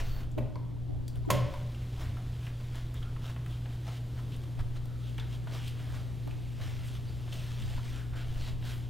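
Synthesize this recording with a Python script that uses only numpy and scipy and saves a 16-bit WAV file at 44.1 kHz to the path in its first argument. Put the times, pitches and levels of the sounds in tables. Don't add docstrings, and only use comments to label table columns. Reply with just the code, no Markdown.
import sys
import numpy as np
from scipy import signal
from scipy.fft import rfft, irfft, next_fast_len
from scipy.io import wavfile
from scipy.ndimage import uniform_filter1d, map_coordinates

SR = 44100
rng = np.random.default_rng(int(sys.argv[2]) if len(sys.argv) > 2 else 0)


def amp(db):
    return 10 ** (np.asarray(db, float) / 20)


def to_wav(s):
    ch = np.atleast_2d(s).T
    pcm = np.round(np.clip(ch, -1, 1) * 32767)
    wavfile.write(sys.argv[1], SR, pcm.astype(np.int16))


N = 392084
TIME = np.arange(N) / SR


def unit(x):
    return x / np.sqrt(np.mean(x ** 2) + 1e-20)


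def along(points, hz):
    f, v = np.transpose(points)
    return np.interp(np.log(hz + 1), np.log(f + 1), v)


def curve(rows):
    s, value = np.transpose(rows)
    return np.interp(TIME, s, value)


def wobble(rate_hz):
    knots = rng.standard_normal(int(N * rate_hz / SR) + 4)
    return map_coordinates(knots, [TIME * rate_hz])


def filtered(x, response):
    m = next_fast_len(len(x) + 8192)
    return irfft(rfft(x, m) * response(np.fft.rfftfreq(m, 1 / SR)), m)[:len(x)]


def below(hz, corner_hz):
    return 1 / (1 + (hz / corner_hz) ** 6)


def above(hz, corner_hz, order=6):
    return 1 / (1 + (corner_hz / (hz + 1)) ** order)


def noise(spectrum):
    return unit(filtered(rng.standard_normal(N), lambda hz: amp(along(spectrum, hz))))


def resonance(hz, centre_hz, width_hz):
    return 1j * hz * width_hz / (centre_hz ** 2 - hz ** 2 + 1j * hz * width_hz)


def rough_ring(t, modes, rough):
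    hz, db, t60_s = np.transpose(modes)[..., None]
    walk = np.cumsum(rng.standard_normal((len(modes), len(t))), axis=1) / np.sqrt(SR)
    drift = rough * np.sqrt(hz / 1000) * walk
    swell = 1 - np.exp(-.8 * hz * t)
    return np.sum(amp(db - 60 * t / t60_s) * swell * np.sin(2 * np.pi * hz * t + drift), axis=0)


def add_at(out, s, sound):
    out[round(s * SR):][:len(sound)] += sound


# f/Hz, density/dB per Hz
CLOTH_SPECTRUM = [(290, -12), (500, -7.5), (688, -3), (795, -6.5), (1180, -7), (1440, -5), (3200, 2.5),
                  (4340, -3.5), (10400, -16.5), (13400, -18.5), (16000, -18)]
# peak t/s, rub level/dB, press/s per 10 dB,
# ease/s per 10 dB, sink body/dB re rub
WIPES = [(0.0, -46, .02, 0.028, 5), (.04, -53, 0.038, 0.12, 3), (1.16, -64, 0.017, 0.036, 7),
         (.216, -58.5, 0.088, 0.036, 5.5), (1.5, -62, 0.24, 1, 1.5), (1.94, -61, .02, 0.019, 1),
         (2.01, -52.5, 0.031, 0.098, 5), (2.47, -58, 0.18, 0.045, 2), (2.64, -60, 0.098, 0.067, 3),
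         (2.76, -56.5, 0.07, 0.11, 1.5), (2.95, -61.5, .012, 0.19, 5),
         (3.26, -54.5, 0.039, 0.047, 0), (3.3, -56, 0.043, 0.023, 4), (3.51, -59, .05, 0.078, 2),
         (3.76, -61, 0.12, 0.0083, 1), (3.88, -55.5, 0.019, 0.058, 8.5),
         (3.97, -56.5, 0.16, 0.025, -11), (4.19, -59, 0.032, 0.03, 9),
         (4.35, -58.5, 0.054, 0.012, 1), (4.44, -58.5, 0.024, 0.0065, 3),
         (4.609, -54.5, 0.018, 0.0048, 7), (4.77, -55.5, 0.019, 0.0091, 4),
         (5.08, -58.5, 0.077, 0.096, -7),
         (5.34, -57, 0.076, 0.037, 2.5), (5.54, -50, 0.047, 0.1, 1),
                 (5.68, -49.5, 0.049, 0.033, -11), (5.81, -58.5, .12, 0.14, 3), (5.96, -56, 0.13, 0.09, 4),
                 (6.31, -63, 0.029, 0.042, -3), (6.62, -52.5, 0.014, 0.15, 2.5),
                 (6.96, -56, 0.52, 0.04, -4), (7.11, -69, 0.064, 0.06, 8), (7.33, -50, 0.019, 0.22, -4),
                 (7.63, -55, 0.067, 0.25, -2.5), (7.98, -54.5, 0.96, 0.069, -1.5),
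                 (8.17, -58, 0.035, 0.12, 6.5), (8.48, -53, 0.24, 0.052, 1), (8.66, -49, 0.027, .13, -0.5)]


def cloth(grain_db, patchy_db):
    grains = rng.standard_normal(N) * amp(grain_db * wobble(400))
    z = signal.stft(grains, nperseg=512)[2]
    patches = uniform_filter1d(uniform_filter1d(rng.standard_normal(z.shape), 6, 0), 8, 1)
    fibres = signal.istft(z * amp(patchy_db * unit(patches)), nperseg=512)[1][:N]
    fibres = filtered(fibres, lambda hz: amp(along(CLOTH_SPECTRUM, hz)))
    body = unit(filtered(fibres, lambda hz: below(hz, 1600)))
    rub = unit(filtered(fibres, lambda hz: above(hz, 1600) * below(hz, 6000)))
    fizz = unit(filtered(fibres, lambda hz: above(hz, 6000)))
    rest_db = -102
    rub_power = amp(2 * rest_db) * (TIME > KNOCKS[-1][0])
    body_power = rub_power.copy()
    for s, db, press_s, ease_s, body_db in WIPES:
        near = slice(max(round((s - 4 * press_s) * SR), 0), round((s + 4 * ease_s) * SR))
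        t = TIME[near] - s
        power = amp(2 * db - 20 * np.maximum(-t / press_s, t / ease_s))
        rub_power[near] += power
        body_power[near] += power * amp(2 * body_db)
    fizz_level = amp(-66) * np.sqrt(rub_power / amp(-120))
    layers = np.sqrt(rub_power) * rub + amp(-2.0) * np.sqrt(body_power) * body + fizz_level * fizz
    return amp(.7 * wobble(25)) * layers


# t/s, length/s, level/dB, f/Hz, width/Hz
DRAGS = [(0, .26, -64, 14000, 3500), (0, .26, -61, 4450, 400), (.86, .14, -60, 680, 200),
         (1.07, .05, -67, 4800, 900), (1.282, .048, -41, 700, 600), (2.15, .08, -58, 680, 300),
         (2.94, .06, -58, 3350, 900), (3.0, .13, -58.5, 1350, 250), (3.48, .1, -61, 3300, 700),
         (4.31, .06, -60, 3100, 1100), (4.75, .04, -60, 3300, 1500), (5.01, .1, -60, 3300, 1100),
         (5.31, .06, -60, 3100, 1200), (4.585, .04, -57, 1200, 900), (4.8, .3, -66, 1350, 200),
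         (5.19, .06, -56, 1500, 1200), (5.5, .087, -55, 430, 200), (5.52, .07, -55, 1150, 500),
         (5.53, .2, -57, 3000, 700), (6.58, .07, -57, 650, 300), (6.68, .08, -60, 2100, 600),
         (6.82, .07, -60, 2200, 1200), (6.84, .07, -59.5, 8100, 8000), (7.05, .1, -63, 4600, 500),
         (7.58, .07, -47.5, 195, 50), (7.76, .05, -55, 1200, 900), (7.9, .17, -56, 1460, 800),
         (8.11, .15, -55.5, 1520, 800), (8.15, .12, -55, 2800, 1500), (8.37, .16, -56.5, 4250, 1200),
         (8.64, .2, -65, 11000, 8000)]


def drags():
    out = np.zeros(N)
    for s, length_s, db, hz, width_hz in DRAGS:
        size = round(length_s * SR)
        drone = filtered(rng.standard_normal(SR // 2), lambda f: resonance(f, hz, width_hz) ** 2)[:size]
        add_at(out, s, amp(db + 1.5) * np.sqrt(np.hanning(size)) * unit(drone))
    return out


# f/Hz, t60/s
KITCHEN_DECAY = [(150, 1), (600, 0.79), (3000, 0.57), (8000, 0.29), (15000, 0.25)]


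def kitchen(x):
    hz, t, z = signal.stft(rng.standard_normal(SR), SR, nperseg=256)
    fade = amp(-60 * t / along(KITCHEN_DECAY, hz)[:, None])
    tail = signal.istft(z * fade, SR, nperseg=256)[1]
    return signal.fftconvolve(np.pad(x, (300, 0)), tail / np.linalg.norm(tail))[:N]


# f/Hz, mid level/dB, side level/dB, side lead/rad
HUM = [(58.6, -49.5, -45.5, 1.2), (120.35, -38, -46, 1.18), (243.4, -62, -104, .3)]


def refrigerator():
    mid, side = np.zeros(N), np.zeros(N)
    for hz, mid_db, side_db, lead_rad in HUM:
        looseness = (120 / hz) ** 2
        phase = 2 * np.pi * hz * TIME + 2.54 + 0.37 * looseness * wobble(1.494)
        mid += np.sqrt(2) * amp(mid_db + .5 * looseness * wobble(1.255)) * np.cos(phase)
        side += np.sqrt(2) * amp(side_db + 1.0 * wobble(0.64)) * np.cos(phase + lead_rad)
    return mid, side


# f/Hz, density/dB per Hz
ROOM_TONE = [(12, -29), (25, -15), (60, 3), (100, -2), (160, -4.5), (190, -13), (300, -13.5), (485, -21.5),
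             (1190, -31.5), (2500, -35), (3340, -32), (5380, -40), (9000, -44.5), (14700, -47),
             (16000, -54)]
# t/s, level/dB
RUSTLE = [(0, -1), (.3, -5.5), (1.28, -5), (1.5, 0), (8.9, 0)]


def room_tone():
    tone = amp(-44.5 + 0.65 * wobble(2.594)) * noise(ROOM_TONE)
    upper = filtered(tone, lambda hz: above(hz, 1100, order=4))
    tone = tone + (amp(curve(RUSTLE)) - 1) * upper
    still = amp(-.5 * np.interp(TIME, [.2, .28, 1.3, 1.4], [0, 1, 1, 0]))
    return tone + (still - 1) * filtered(tone, lambda hz: above(hz, 6000))


# f/Hz, density/dB per Hz
SIDE_TONE = [(15, -34), (38, -16), (50, 2.5), (62, 5), (75, -13), (150, -10), (200, -26), (290, -18),
             (340, -30), (420, -30), (976, -41), (1500, -45), (1900, -76), (16000, -64.5)]


def side_tone():
    return amp(-46.0 + 2.7 * wobble(2.51)) * noise(SIDE_TONE)


# t/s, level/dB
RUMBLE = [(0.0, -32), (0.17, -32), (0.57, -44.5), (2.35, -40), (2.4, -66), (2.45, -45), (3.19, -33),
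          (3.29, -41), (3.94, -47), (4.41, -46), (4.53, -63), (4.61, -30.5), (5.02, -49.5), (7.57, -45),
          (7.7, -37), (8.07, -43.5), (8.37, -32.5), (8.89, -48)]


def floor_rumble():
    spectrum = [(10, -8.0), (23, -4), (33, -12), (60, -18.0), (110, -19.5), (200, -62.0), (600, -120)]
    return amp(curve(RUMBLE) - 2.5) * noise(spectrum)


# t/s, peak level/dB, f/Hz,
# crack/dB re peak
TAPS = [(1.258, -57, 7300, -14), (1.2858, -48, 850, -30), (1.574, -48, 891, -10), (1.747, -44, 2940, -25),
        (2.019, -48, 988, -19), (2.1698, -38.5, 1210, -24), (2.4676, -38.5, 1790, -28),
        (2.756, -44.5, 1620, -6), (3.027, -44, 1350, -18), (3.028, -41.5, 3200, -30),
        (3.164, -39.5, 1090, -29), (3.2424, -44, 800, -28), (3.278, -46, 3400, -28),
        (3.293, -48, 1300, -28), (3.3628, -39, 950, -26), (3.369, -50, 850, -28), (3.462, -39.5, 1410, -15),
        (3.657, -39.5, 790, -22), (3.659, -48, 1900, -24), (3.461, -47, 3000, -28),
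        (3.883, -38.5, 802, -25), (4.321, -46, 3000, -26), (4.439, -62, 1360, -19),
        (4.591, -40.5, 850, -19), (4.603, -46, 1150, -12), (5.181, -34, 2700, -42),
        (5.181, -39.5, 1420, -45), (5.185, -39, 865, -45), (5.199, -41, 1510, -45), (5.198, -35, 3300, -40),
        (5.327, -46, 3000, -25), (5.472, -38, 840, -27), (5.479, -43, 800, -25), (6.31, -42, 2500, -22),
        (6.601, -41, 1050, -35), (6.615, -41, 1800, -30), (7.278, -40.5, 810, -26), (7.622, -42, 3200, -22),
        (7.3251, -36.5, 3150, -26), (7.779, -39, 950, -30), (8.134, -42, 860, -23),
        (8.626, -39.5, 774, -25),
        (.315, -53, 7400, -12), (1.08, -46, 4600, 3), (1.084, -48, 8800, -10), (1.156, -49, 3200, -12),
         (1.157, -53, 10500, -12), (1.172, -56, 10200, -14), (1.5392, -36, 1000, -18),
         (2.942, -47, 1150, -1.5), (4.364, -52.5, 802, 2), (4.75, -54, 1610, -10), (4.856, -50, 890, -1.5),
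         (5.679, -36, 3340, -12), (6.2744, -41, 840, -10)]


def taps():
    out, t = np.zeros(N + SR), np.arange(SR // 10) / SR
    for s, db, hz, crack_db in TAPS:
        hiss = rng.standard_normal(len(t))
        burst = amp(-60 * t / 0.049) * hiss + 6.8 * (t == 0)
        width_hz = 0.31 * hz * (1000 / hz) ** 0.51
        knock = filtered(burst, lambda f: resonance(f, hz, width_hz) - 0.16 * resonance(f, 3400, 1360))
        crack = filtered(hiss, lambda f: resonance(f, 6800, 9000))
        crack = amp(crack_db - 2.5 - 60 * t / 0.026) * crack
        add_at(out, s, amp(db - 1.0) * (knock / abs(knock).max() + 1.7 * crack))
    return out[:N]


# t/s, level/dB
JOLTS = [(.367, -27.5), (.89, -35), (1.272, -28), (1.33, -30), (6.261, -34.5), (8.17, -51), (8.474, -50)]
# t/s, level/dB, f/Hz, t60/s
SWAY = [(0.381, -35, 101, 0.68), (.66, -50, 104, .5), (.9, -31, 92, 0.5), (1.147, -31, 87, 0.39),
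        (1.297, -35, 92.6, 0.48), (2.039, -28.5, 90.8, 0.7), (4.56, -33, 98, 0.81), (4.75, -46, 96, 0.4),
        (5.2, -39, 97, 0.49), (5.88, -37, 95.3, 0.95), (6.27, -38, 93, 1), (6.581, -35.5, 93.4, 1.9),
        (7.601, -32.5, 92.6, 1), (8.48, -38, 98, 0.85)]


def stand():
    sway, jolts, t = np.zeros(N + SR), np.zeros(N + SR), np.arange(SR) / SR
    mount = [(300, 3, 0.093), (400, -4, 0.13), (295, -14.0, 2.2), (610, -17, .08), (950, -20, .07)]
    for s, db in JOLTS:
        jolt = rough_ring(t, mount, rough=9.9)
        add_at(jolts, s, amp(db) * jolt * (1 - np.exp(-t / 0.0014)))
    for s, db, hz, t60_s in SWAY:
        swing = rough_ring(t, [(hz, 0, t60_s), (0.62 * hz, -5, 0.62 * t60_s)], rough=1.9)
        add_at(sway, s, amp(db + 4.0) * swing * (1 - np.exp(-t / 0.011)))
    return sway[:N], jolts[:N]


# t/s, blow level/dB, brightness/dB
KNOCKS = [
    (0.3788, -28.5, -30),
    (1.3021, -19.5, -2),
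]
# t/s after the blow, level/dB, brightness/dB
RATTLE = [
    [(0, -4, -4), (.0045, 4, 9), (.009, -4, -9), (.014, -14, -2), (.03, -20, -2), (.082, -17, -8)],
    [(.0008, 1.5, 0), (.0024, 5, 0.5), (.0068, -2, -1.5), (.0102, -5, 2), (.0145, -10, 0), (.0275, -18, 0)],
]
# f/Hz, level/dB, t60/s
HOLDER = [(126.9, 3, 0.5), (249.4, -5, 0.18), (312, 4, 0.07), (400, -9, 0.22), (526, -12, 0.43),
          (577, -4.5, 0.17), (625, -2.5, 0.096), (1000, -23, 0.077)]
# f/Hz, level/dB, t60/s
SINK = [(118.7, -4.5, 0.51), (125.8, -2, 0.9), (187, -5.5, 0.16), (382, -14.5, 0.31), (533.5, -10.5, 0.59),
        (585, -11, 0.53), (605, -15.5, 0.58), (644, -29, 0.24), (802, -7, 0.054), (979, -4, 0.07),
        (1036, 2, 0.065), (1106, -21, .15), (2110, -13, 0.12), (2970, -24, 0.42), (3200, -22, 0.4)]
# f/Hz, level/dB, t60/s
FAUCET = [(4500, -36, 0.26), (5400, -29, 0.59), (6700, -5, 0.048), (7200, -24, 0.12), (8150, -43, 0.28),
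          (10900, -9.5, 0.065), (10600, -37, .2), (10700, -26, 0.12), (12680, -40, .18), (13710, -37, .19)]
# f/Hz, density/dB per Hz
CRACK = [(59, -22), (100, -33), (300, -5.5), (620, -0.5), (850, -3.5), (1060, -7), (1390, -14),
         (3320, -9.5), (7140, -19), (9410, -18), (13800, -18), (16000, -19.5)]


def knocks():
    out, t = np.zeros(N + 2 * SR), np.arange(SR) / SR
    short = t[:SR // 4]
    crackle = noise(CRACK)
    shimmer = noise([(900, -32), (1500, 3), (3200, 1), (5500, -8), (8000, -17), (16000, -29)])[:SR]
    for (s, db, bright_db), modes, bounces in zip(KNOCKS, (HOLDER, SINK), RATTLE):
        add_at(out, s, amp(db - 3.5) * rough_ring(t, modes, rough=9.6))
        add_at(out, s, amp(db + bright_db - 25 - 60 * t / 0.9) * (1 - np.exp(-t / 0.009)) * shimmer)
        for lag_s, bounce_db, sharp_db in bounces:
            crack = crackle[rng.integers(0, N - SR):][:len(short)]
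            burst = (amp(-60 * short / 0.023) + amp(-22.0 - 60 * short / 0.1)) * crack
            dull = uniform_filter1d(burst, size=9)
            bright = burst - dull + .5 * rough_ring(short, FAUCET, rough=16.7)
            bounce = dull + amp(bright_db + sharp_db) * bright
            add_at(out, s + lag_s, amp(db + bounce_db - 6.0) * bounce)
    s, db, _ = KNOCKS[-1]
    push_hz, push_width_hz, push_lag_s = 790, 490, 0.00019
    push = amp(-np.pi * push_width_hz * 8.7 * t) * np.sin(2 * np.pi * push_hz * t)
    add_at(out, s + push_lag_s, amp(db + 4.5) * push)
    return out[:N]


# t/s, level/dB
PINGS = [(0.556, -35.5), (1.2484, -47.5), (1.372, -41), (1.471, -50), (1.539, -36.5)]


def hose_weight():
    out, t = np.zeros(N + SR), np.arange(SR // 10) / SR
    for s, db in PINGS:
        ping = rough_ring(t, [(982, -1.0, 0.059), (2130, -10, 0.021), (4350, -9, 0.01)], rough=17.0)
        add_at(out, s, amp(db) * ping)
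    return out[:N]


def scene():
    strokes = cloth(grain_db=1.8, patchy_db=1.6) + drags()
    hum_mid, hum_side = refrigerator()
    hits = taps() + knocks() + hose_weight()
    sway, jolts = stand()
    mid = hits + amp(-7.0) * kitchen(hits)
    mid += amp(-1.5) * strokes + amp(-14.0) * kitchen(strokes)
    mid += floor_rumble() + room_tone() + hum_mid
    mid += amp(-7.0) * np.roll(sway, 120)
    side = hum_side + sway + jolts + side_tone()
    return np.array([mid + side, mid - side])


def band_limit(x):
    return signal.sosfilt(signal.butter(12, 16520, fs=SR, output="sos"), x)


# t/s, side gain/dB, side band limit f/Hz
WIDTH = [(0, -2, 16000), (1.41, 0.5, 16000), (1.42, 1, 800), (1.55, -9, 550), (1.81, -28, 350),
         (1.82, -90, 300), (2.02, -89, 250), (2.03, -15, 250), (2.2, -31, 250), (2.21, -90, 250),
         (3.85, -90, 400), (3.87, -21, 400), (4.1, -13, 1200), (4.5, -4, 16000), (8.9, -0.5, 16000)]


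def record(dry):
    mid, side = (dry[0] + dry[1]) / 2, (dry[0] - dry[1]) / 2
    s, gain_db, limit_hz = np.transpose(WIDTH)
    side = filtered(side, lambda f: above(f, 44)) * amp(np.interp(TIME, s, gain_db))
    hz, t, z = signal.stft(side, SR, nperseg=1024)
    hz = hz[:, None]
    kept = hz < np.exp(np.interp(t, s, np.log(limit_hz)))
    flicker = np.repeat(rng.standard_normal(len(t)), 3)[:len(t)]
    kept &= hz < 1300 * np.exp(.35 * flicker) + 16000 * (hz > 6000)
    side = signal.istft(z * kept * above(hz, 44, order=4), SR, nperseg=1024)[1][:N]
    mid = filtered(mid, lambda f: f < 15850)
    mix = np.array([mid + side, mid - side])
    return band_limit(mix)


dry = scene()
out = record(dry)
to_wav(out)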